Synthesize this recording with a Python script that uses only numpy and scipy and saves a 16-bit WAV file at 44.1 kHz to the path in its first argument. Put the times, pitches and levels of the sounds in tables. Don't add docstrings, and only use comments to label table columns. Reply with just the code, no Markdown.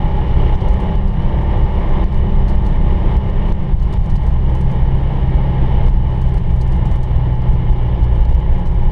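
import sys
import numpy as np
from scipy import signal
from scipy.fft import rfft, irfft, next_fast_len
from scipy.io import wavfile
from scipy.ndimage import uniform_filter1d, minimum_filter1d, map_coordinates

SR = 44100
rng = np.random.default_rng(int(sys.argv[2]) if len(sys.argv) > 2 else 0)


def volts_from_decibels(level):
    exponent = np.asarray(level, float) / 20
    return 10 ** exponent


def log_audio(samples):
    frames = np.atleast_2d(samples).T
    limited = np.clip(frames, -1, 1)
    pcm = np.round(limited * 32767).astype(np.int16)
    wavfile.write(sys.argv[1], SR, pcm)


N = 392931


def unit(x):
    return x / np.sqrt(np.mean(x ** 2) + 1e-20)


def curves(rows):
    s, *columns = np.transpose(rows)
    return [np.interp(np.arange(N) / SR, s, column) for column in columns]


def wobble(rate):
    knots = rng.standard_normal(int(N * rate / SR) + 4)
    return map_coordinates(knots, [np.arange(N) * rate / SR])


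def coloured(x, spectrum, resonances=()):
    size = next_fast_len(N + 8192)
    hz = np.fft.rfftfreq(size, 1 / SR)
    points_hz, points_db = np.transpose(spectrum)
    db = np.interp(np.log(hz + 1), np.log(points_hz + 1), points_db, left=-120, right=-120)
    for centre_hz, width_hz, peak_db in resonances:
        db = db + peak_db / (1 + (2 * (hz - centre_hz) / width_hz) ** 2)
    return unit(irfft(rfft(x, size) * volts_from_decibels(db), size)[:N])


def by_load(load, pulling, easing):
    return easing + load * (pulling - easing)


# (multiple of firing rate, rms level pulling [dB], rms level easing off [dB],
# gain per Hz of firing rate [dB/Hz]); the third order nears a floor resonance at full speed
BOOM_ORDERS = [(1, -22, -20, -0.45), (2, -29.5, -20.5, -0.08), (3, -29, -34, 1)]
CRUISE_HZ = 65.5
BOOM_FOLLOWS = .1


def booms(firing_hz, firings, load, roar_db, slack_db):
    effort_db = BOOM_FOLLOWS * (roar_db - by_load(load, -32.0, -37.5)) + slack_db
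    total = np.zeros(N)
    for order, pulling_db, easing_db, db_per_hz in BOOM_ORDERS:
        waver_db = .9 * wobble(2.2) + .8 * wobble(7.6)
        speed_db = db_per_hz * (firing_hz - CRUISE_HZ)
        level_db = by_load(load, pulling_db, easing_db) + effort_db + speed_db + waver_db
        phase = 2 * np.pi * (round(order) * firings + rng.random())
        total += np.sqrt(2) * volts_from_decibels(level_db) * np.sin(phase)
    return total


# (multiple of firing rate, lift while pulling [dB], lift while easing off [dB])
NOTE_ORDERS = [(5, -2, -3), (5.5, 2, 1), (6, 1, 0), (6.5, -4, -2), (7, -5, -2), (7.5, 5, 0), (8, 5, 0),
               (9, 8, 3), (10, -5, -3), (10.5, 2, 0), (11, -1, 0), (11.5, 4, 0), (12, 2, 2), (12.5, 5, 2),
               (13, -1, 0), (13.5, 1, 2), (14, 4, 4), (15, -1, -2), (15.5, -3, -3), (16, 1, -2),
               (17, 0, -5), (18, 11, 3), (19, -2, 3), (20, -4, -1), (25, 1, 3), (27, -3, -3), (27.5, 5, 0),
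               (28, 5, 3), (29, 0, 6), (30, 3, 2), (44, 5, -2), (45, 0, 4), (46, 5, 2)]


def cycle_shape(turns, lift_db):
    size = 4096
    level_db = np.full(size // 2 + 1, -120.)
    level_db[7:130] = 0
    level_db[1::2] -= 5
    lines = (2 * np.array(NOTE_ORDERS)[:, 0]).round().astype(int)
    level_db[lines] += lift_db
    shape = irfft(volts_from_decibels(level_db) * np.exp(2j * np.pi * rng.random(len(level_db))))
    return unit(np.interp(turns % 1, np.arange(size + 1) / size, np.r_[shape, shape[0]]))


# (frequency [Hz], relative level [dB])
EXHAUST_COLOUR = [(205, -42.5), (260, -1.5), (330, 5.5), (600, -4.5), (750, -9), (850, 0.5), (1200, -18.5),
                  (1500, -24), (1850, -21.5), (2600, -29), (3000, -24), (4200, -41)]
# (frequency [Hz], width [Hz], gain over the surroundings [dB])
PANEL_MODES = [(320, 18, 2), (445.5, 19, -4), (496, 8.6, -3.5), (795, 14, -4), (1005, 25, -3.5),
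               (477, 30, 1.5), (829, 14, 3), (853, 40, 2.5), (1023, 50, 5.5), (1383, 26, 3.5),
               (1620, 44, 4), (1705, 40, 5), (1811, 34, 6), (1827, 450, 4), (1903, 33, 4.5),
               (2120, 45, 7.5), (2280, 35, 7), (2887, 100, 6.5), (2950, 25, 3), (3010, 32, 9),
               (3180, 50, 4.5)]
NOTE_DB = (-2.5, -5)


def exhaust_note(firings, load, slack_db):
    _, pulling_db, easing_db = np.transpose(NOTE_ORDERS)
    drift = 1.8 * wobble(4)
    note = np.zeros(N)
    for share, lift_db in [(load ** 2, pulling_db), (1 - load ** 2, easing_db)]:
        for part in (1, .5 * np.cos(drift), .5 * np.sin(drift)):
            note += part * np.sqrt(share) * cycle_shape(firings / 2, lift_db)
    level_db = by_load(load, *NOTE_DB) + slack_db / 2
    return volts_from_decibels(level_db) * coloured(note, EXHAUST_COLOUR, PANEL_MODES)


# (frequency [Hz], relative density [dB])
BULKHEAD_COLOUR = [(120, -29.5), (205, -3), (267, -8.5), (384, -4), (447, -7.5), (739, -12), (849, -7),
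                   (1270, -23.5), (1490, -29), (1850, -29.5), (2150, -26.5), (2630, -31.5), (2950, -29.5),
                   (3300, -31), (3700, -33), (4200, -43), (5000, -70)]
PANEL_SHIFT = .003


def bulkhead_roar(throb):
    flex = np.pi / 4 * (1 + np.tanh(2 * wobble(5)))
    roar = np.zeros(N)
    for share, shift in [(np.cos(flex), -PANEL_SHIFT), (np.sin(flex), PANEL_SHIFT)]:
        panels = [(hz * (1 + shift), *rest) for hz, *rest in PANEL_MODES]
        roar += share * coloured(throb * rng.standard_normal(N), BULKHEAD_COLOUR, panels)
    return roar


# (frequency [Hz], relative density [dB])
AIR_COLOUR = [(3000, -34.5), (4200, 1), (5500, -3), (6500, -11.5), (7600, -15.5), (8800, -12.5),
              (10000, -19.5), (12000, -22.5), (14000, -35), (15700, -46.5)]


def air_hiss(throb):
    flicker = volts_from_decibels(0.66 * wobble(60))
    return volts_from_decibels(-33.5) * coloured(np.sqrt(throb) * flicker * rng.standard_normal(N), AIR_COLOUR)


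# (time [s], firing rate [Hz])
FIRING_RATE = [(0, 63.9), (.9, 65.1), (2.1, 65.7), (2.9, 65.95), (3.6, 65.8), (4.5, 65.3), (5.15, 65.25),
               (6, 63.85), (6.5, 63.3), (7.8, 60.7), (8.9, 59.1)]
# (time [s], noise level before a 2 dB lift [dB])
EFFORT = [(0, -30.5), (.47, -28.5), (.7, -28.5), (1.06, -32), (1.5, -30.5), (1.98, -30), (2.7, -31),
          (3.3, -30), (3.7, -31), (4.2, -29.5), (4.6, -31.5), (5.1, -31.5), (5.5, -31), (5.82, -30.5),
          (6.2, -31.5), (7.05, -33.5), (8.05, -32), (8.9, -33.5)]
# (time [s], load [1 pulling, 0 easing off])
ENGINE_LOAD = [(0, 0.6), (.5, 0.4), (.62, 0.98), (3.5, 0.95), (4.3, 0.08), (8.05, 0.1), (8.3, 0.38),
               (8.9, 0.63)]
SLACK_AT_S, SLACK_HALF_S, SLACK_DB = 3.92, 0.22, -16


def engine(dip):
    firing_hz, = curves(FIRING_RATE)
    roar_db, = curves(EFFORT)
    load = np.clip(curves(ENGINE_LOAD)[0], 0, 1)
    firings = np.cumsum(firing_hz * (1 + 0.0008 * wobble(6))) / SR
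    slack_db = SLACK_DB * np.exp(-((np.arange(N) / SR - SLACK_AT_S) / SLACK_HALF_S) ** 2)
    firing_db = 0.67 * np.cos(2 * np.pi * firings)
    cylinder_db = 0.95 * np.cos(np.pi * firings + 1.1)
    throb = volts_from_decibels(firing_db + cylinder_db + 1.1 * wobble(11))
    boom = booms(firing_hz, firings, load, roar_db, slack_db)
    body = bulkhead_roar(throb) + exhaust_note(firings, load, slack_db)
    noisy = dip * body + dip ** HISS_DIP_SHARE * air_hiss(throb)
    return dip ** LOW_DIP_SHARE * boom + volts_from_decibels(roar_db + 2.0) * noisy


# (time [s], rumble level [dB])
ROUGHNESS = [(0, -15), (.6, -14), (1.3, -15), (1.9, -12), (2.25, -14), (2.6, -10.5), (3.2, -16),
             (3.55, -14.5), (4, -10), (4.5, -15), (5.2, -16.5), (5.8, -12.5), (6.3, -15.5), (6.7, -14),
             (7.5, -16), (8.2, -16), (8.9, -10.5)]
# (frequency [Hz], relative density [dB])
RUMBLE_COLOUR = [(3.5, -36.5), (6.0, -12), (27, 5.5), (56, -9.5), (73, -42.5), (120, -120)]
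# (frequency [Hz], relative density [dB])
DRONE_COLOUR = [(29, -33.5), (50, -3.5), (67, -1.5), (82, -2), (96, -3.5), (110, -3.5), (140, -7),
                (165, -5), (188, -12), (231, -31), (260, -31), (340, -63.5), (570, -120)]
DRONE_DB, DRONE_FOLLOWS = -19, 0.57
LUMPS_DB, LUMPS_PER_S = 1.17, 13


def lumps():
    return unit(volts_from_decibels(LUMPS_DB * wobble(LUMPS_PER_S)))


def road():
    rough_db, = curves(ROUGHNESS)
    rumble = coloured(rng.standard_normal(N), RUMBLE_COLOUR)
    swelling = np.abs(signal.hilbert(rumble))
    rumble = unit(rumble / (swelling + 0.45) ** 0.25)
    drone = coloured(rng.standard_normal(N), DRONE_COLOUR)
    drone_db = DRONE_DB + DRONE_FOLLOWS * (rough_db - rough_db.mean())
    return volts_from_decibels(rough_db) * lumps() * rumble + volts_from_decibels(drone_db) * lumps() * drone


# (time [s], signed push [full scale],
# click level before a 3 dB cut [dB], dip after it [dB, below 0 gives none])
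BODY_JOLTS = [(0.459, 0.17, -62, -2.5), (0.512, 0.22, -51, -0.5), (0.544, 0.43, -43, 2.5),
              (0.555, 0.61, -42, 5), (.703, 1, -43, 1.5), (0.9554, -0.75, -42.5, 3.5),
              (1.622, -0.27, -56, -2.5), (1.896, 0.21, -50, -6), (2.0418, -0.66, -40, 9.5),
              (2.557, -0.61, -41, 5), (2.582, 0.62, -45, 1), (2.929, -0.52, -50.5, 1),
              (3.1678, -0.83, -38.5, 5.5), (3.298, 0.47, -47, 3), (3.5238, 0.5, -40, 9),
              (3.7388, 0.81, -43.5, 8), (3.938, 0.049, -37.5, 1.5), (3.975, -0.39, -47.5, 10),
              (4.165, -0.6, -52.5, 5), (4.286, 0.63, -47, 4), (4.832, -0.48, -55, 2),
              (5.352, -0.85, -48.5, 2.5), (5.62, -0.37, -57, -1.5), (5.831, 0.25, -49, 0),
              (5.866, -0.26, -45, 1.5), (5.885, 0.48, -42.5, 5), (5.898, -0.29, -45, 2),
              (5.943, 0.31, -55.5, 0.5), (5.976, -0.66, -46, 2.5), (6.269, 0.24, -46, 1),
              (6.381, 0.4, -53.5, 4.5), (6.5413, -0.53, -55.5, 3), (6.874, 0.52, -48.5, 1),
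              (6.9676, 0.57, -53.5, 3.5), (7.161, 0.57, -42, 2), (7.354, 0.14, -48, 1),
              (7.42, -0.19, -47.5, -3), (7.499, 0.67, -55, 3), (7.712, 0.67, -43.5, 2.5),
              (8.032, -0.53, -55, -2), (8.124, 0.37, -50, 0), (8.209, -0.7, -47.5, 2.5),
              (8.2525, -0.36, -41.5, 1), (8.292, 0.71, -46, -4), (8.299, 0.0043, -50, -1.5),
              (8.327, 0.23, -45, 4.5), (8.3492, -0.78, -41, 1), (8.403, -0.2, -48, 0),
              (8.673, -0.33, -41.5, 3)]
JOLT_HZ = 40.2


def jolts():
    half = SR // 10
    swing = (np.pi * JOLT_HZ * np.arange(-half, half) / SR) ** 2
    pulse = (1 - 2 * swing) * np.exp(-swing)
    body = np.zeros(N)
    for s, push, *_ in BODY_JOLTS:
        body[round(s * SR) - half:][:len(pulse)] += push * pulse
    return body


# (frequency [Hz], relative density [dB])
CLICK_COLOUR = [(1000, -20.5), (2500, 3), (4500, 2), (7000, -5), (10000, -13), (12500, -18), (15700, -27)]
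CLICK_S, CLICK_LAG_S = .0011, .001


def clicks():
    t = np.arange(-200, 200) / SR
    shape = np.zeros(N)
    for s, _, db, _ in BODY_JOLTS:
        half_s = CLICK_S * rng.uniform(.8, 1.8)
        start = round((s + CLICK_LAG_S) * SR) - len(t) // 2
        shape[start:][:len(t)] += volts_from_decibels(db - 3) * np.exp(-(t / half_s) ** 2)
    return shape * coloured(rng.standard_normal(N), CLICK_COLOUR)


FALL_S, QUICK_S, SLOW_S, SLOW_SHARE = 0.0033, 0.04, 0.27, 0.4
LOW_DIP_SHARE, HISS_DIP_SHARE = .4, 0.78


def dips():
    t = np.arange(2 * SR) / SR
    recovery = (1 - SLOW_SHARE) * np.exp(-t / QUICK_S) + SLOW_SHARE * np.exp(-t / SLOW_S)
    shape = np.minimum(t / FALL_S, 1) * recovery
    drop_db = np.zeros(N + len(t))
    for s, *_, db in BODY_JOLTS:
        drop_db[round(s * SR):][:len(t)] += max(db, 0) * shape
    return volts_from_decibels(-drop_db[:N])


# (time [s], relative level [dB], dull part over bright before the kind's own lift [dB])
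TRIM_RATTLES = [(0.6054, -55, 7), (0.6823, -47, -4), (0.7194, -54, -6), (0.7344, -60, -4),
                (0.7993, -46.5, -10), (1.0745, -53, 0), (1.2204, -59.5, 3), (2.1235, -56, -1),
                (2.141, -58, 2), (2.1665, -61, -7), (2.48, -50.5, 7), (2.4932, -52, -2), (2.6484, -56, 0),
                (2.6614, -48, -4), (3.48, -59, -3), (3.4925, -56.5, 2), (3.7934, -56, 4), (3.823, -50, -4),
                (3.9095, -59, -5), (3.9244, -51, 8), (4.0382, -56, 1), (4.0562, -50.5, -6),
                (4.0961, -47.5, -3), (4.155, -47.5, 0), (4.2313, -55, -2), (4.2637, -48.5, -4),
                (4.4927, -55.5, -7), (4.5476, -48, -8), (4.6074, -49.5, -7), (4.7107, -49.5, -7),
                (4.9733, -58, -6), (5.8571, -50, -3), (6.1005, -59, -4), (6.1449, -59, 0),
                (6.2133, -47, -8), (6.2866, -53.5, -9), (6.339, -48, -6), (6.3739, -50.5, -4),
                (6.504, -55, -2), (6.56, -54, -8), (6.6109, -43, -1), (6.6732, -51, -5),
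                (6.7206, -47.5, -3), (6.7584, -56, -5), (6.8525, -46, -6), (6.9127, -48, -4),
                (6.956, -52, -3), (7.0288, -45, -7), (7.486, -54, -7), (7.5423, -57.5, 1),
                (8.0366, -52, -1), (8.1534, -53, -5), (8.5195, -62, 0), (8.5434, -60, -5),
                (8.5754, -61, -4), (8.5914, -63, -9), (8.655, -51, -4), (8.7131, -57, -5), (8.741, -62, -9)]
# (frequency [Hz], relative density [dB])
TRIM_COLOUR = [(700, -21), (1300, -2), (2600, -3), (4200, 16), (6000, 2.5), (7500, -10), (8800, -11.5),
               (11000, -20), (13000, -25), (15700, -33.5)]
# (frequency [Hz], width [Hz], gain over the surroundings [dB])
TRIM_MODES = [(6500, 200, 3.5), (8730, 130, 9.5), (9100, 120, 4), (10900, 280, 3), (11100, 120, 3.5)]
RATTLE, FAINT = (0.053, 4), (0.043, 3.4)


def trim():
    t = np.arange(SR // 8) / SR
    high, low = np.zeros((2, N + len(t)))
    tick_s = rng.random(400) * N / SR
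    ticks = np.c_[tick_s, -71 + 4 * rng.standard_normal(400), 1.4 * rng.standard_normal(400)]
    for rows, (t60, low_db) in [(ticks, FAINT), (TRIM_RATTLES, RATTLE)]:
        decay = volts_from_decibels(-60 * t / t60) + volts_from_decibels(-20 - 60 * t / 0.29)
        burst = decay * (1 - np.exp(-t / 0.0015))
        for s, db, dull_db in rows:
            start = round(s * SR)
            high[start:][:len(t)] += volts_from_decibels(db) * burst
            low[start:][:len(t)] += volts_from_decibels(db + dull_db + low_db) * burst
    chatter = volts_from_decibels(2.5 * wobble(900))
    noise = coloured(rng.standard_normal(N), TRIM_COLOUR, TRIM_MODES)
    bright = signal.sosfiltfilt(signal.butter(4, 7000, "high", fs=SR, output="sos"), noise)
    dull = noise - bright
    return volts_from_decibels(-5) * chatter * (high[:N] * unit(bright) + low[:N] * unit(dull))


WHINE_HZ, WHINE_DB = 12890, -86.5


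def whine():
    phase = 2 * np.pi * np.cumsum(WHINE_HZ + 20 * wobble(60)) / SR
    return volts_from_decibels(WHINE_DB + 2.5 * wobble(15)) * np.sin(phase)


def scene():
    dip = dips()
    driving = engine(dip) + dip ** LOW_DIP_SHARE * road()
    return (driving + jolts() + clicks() + trim() + whine())[None]


def top_cut(x):
    return signal.sosfilt(signal.butter(12, 15719, fs=SR, output="sos"), x)


def record(dry):
    need = np.minimum(1, .76 / (np.abs(dry) + 1e-9)) ** .93
    gain = uniform_filter1d(minimum_filter1d(need, size=441, axis=1), size=441, axis=1)
    gain = uniform_filter1d(gain, size=200, axis=1)
    fade_in = np.minimum(1, np.arange(N) / (.004 * SR))
    return top_cut(dry * gain * fade_in)


dry = scene()
out = record(dry)
log_audio(out)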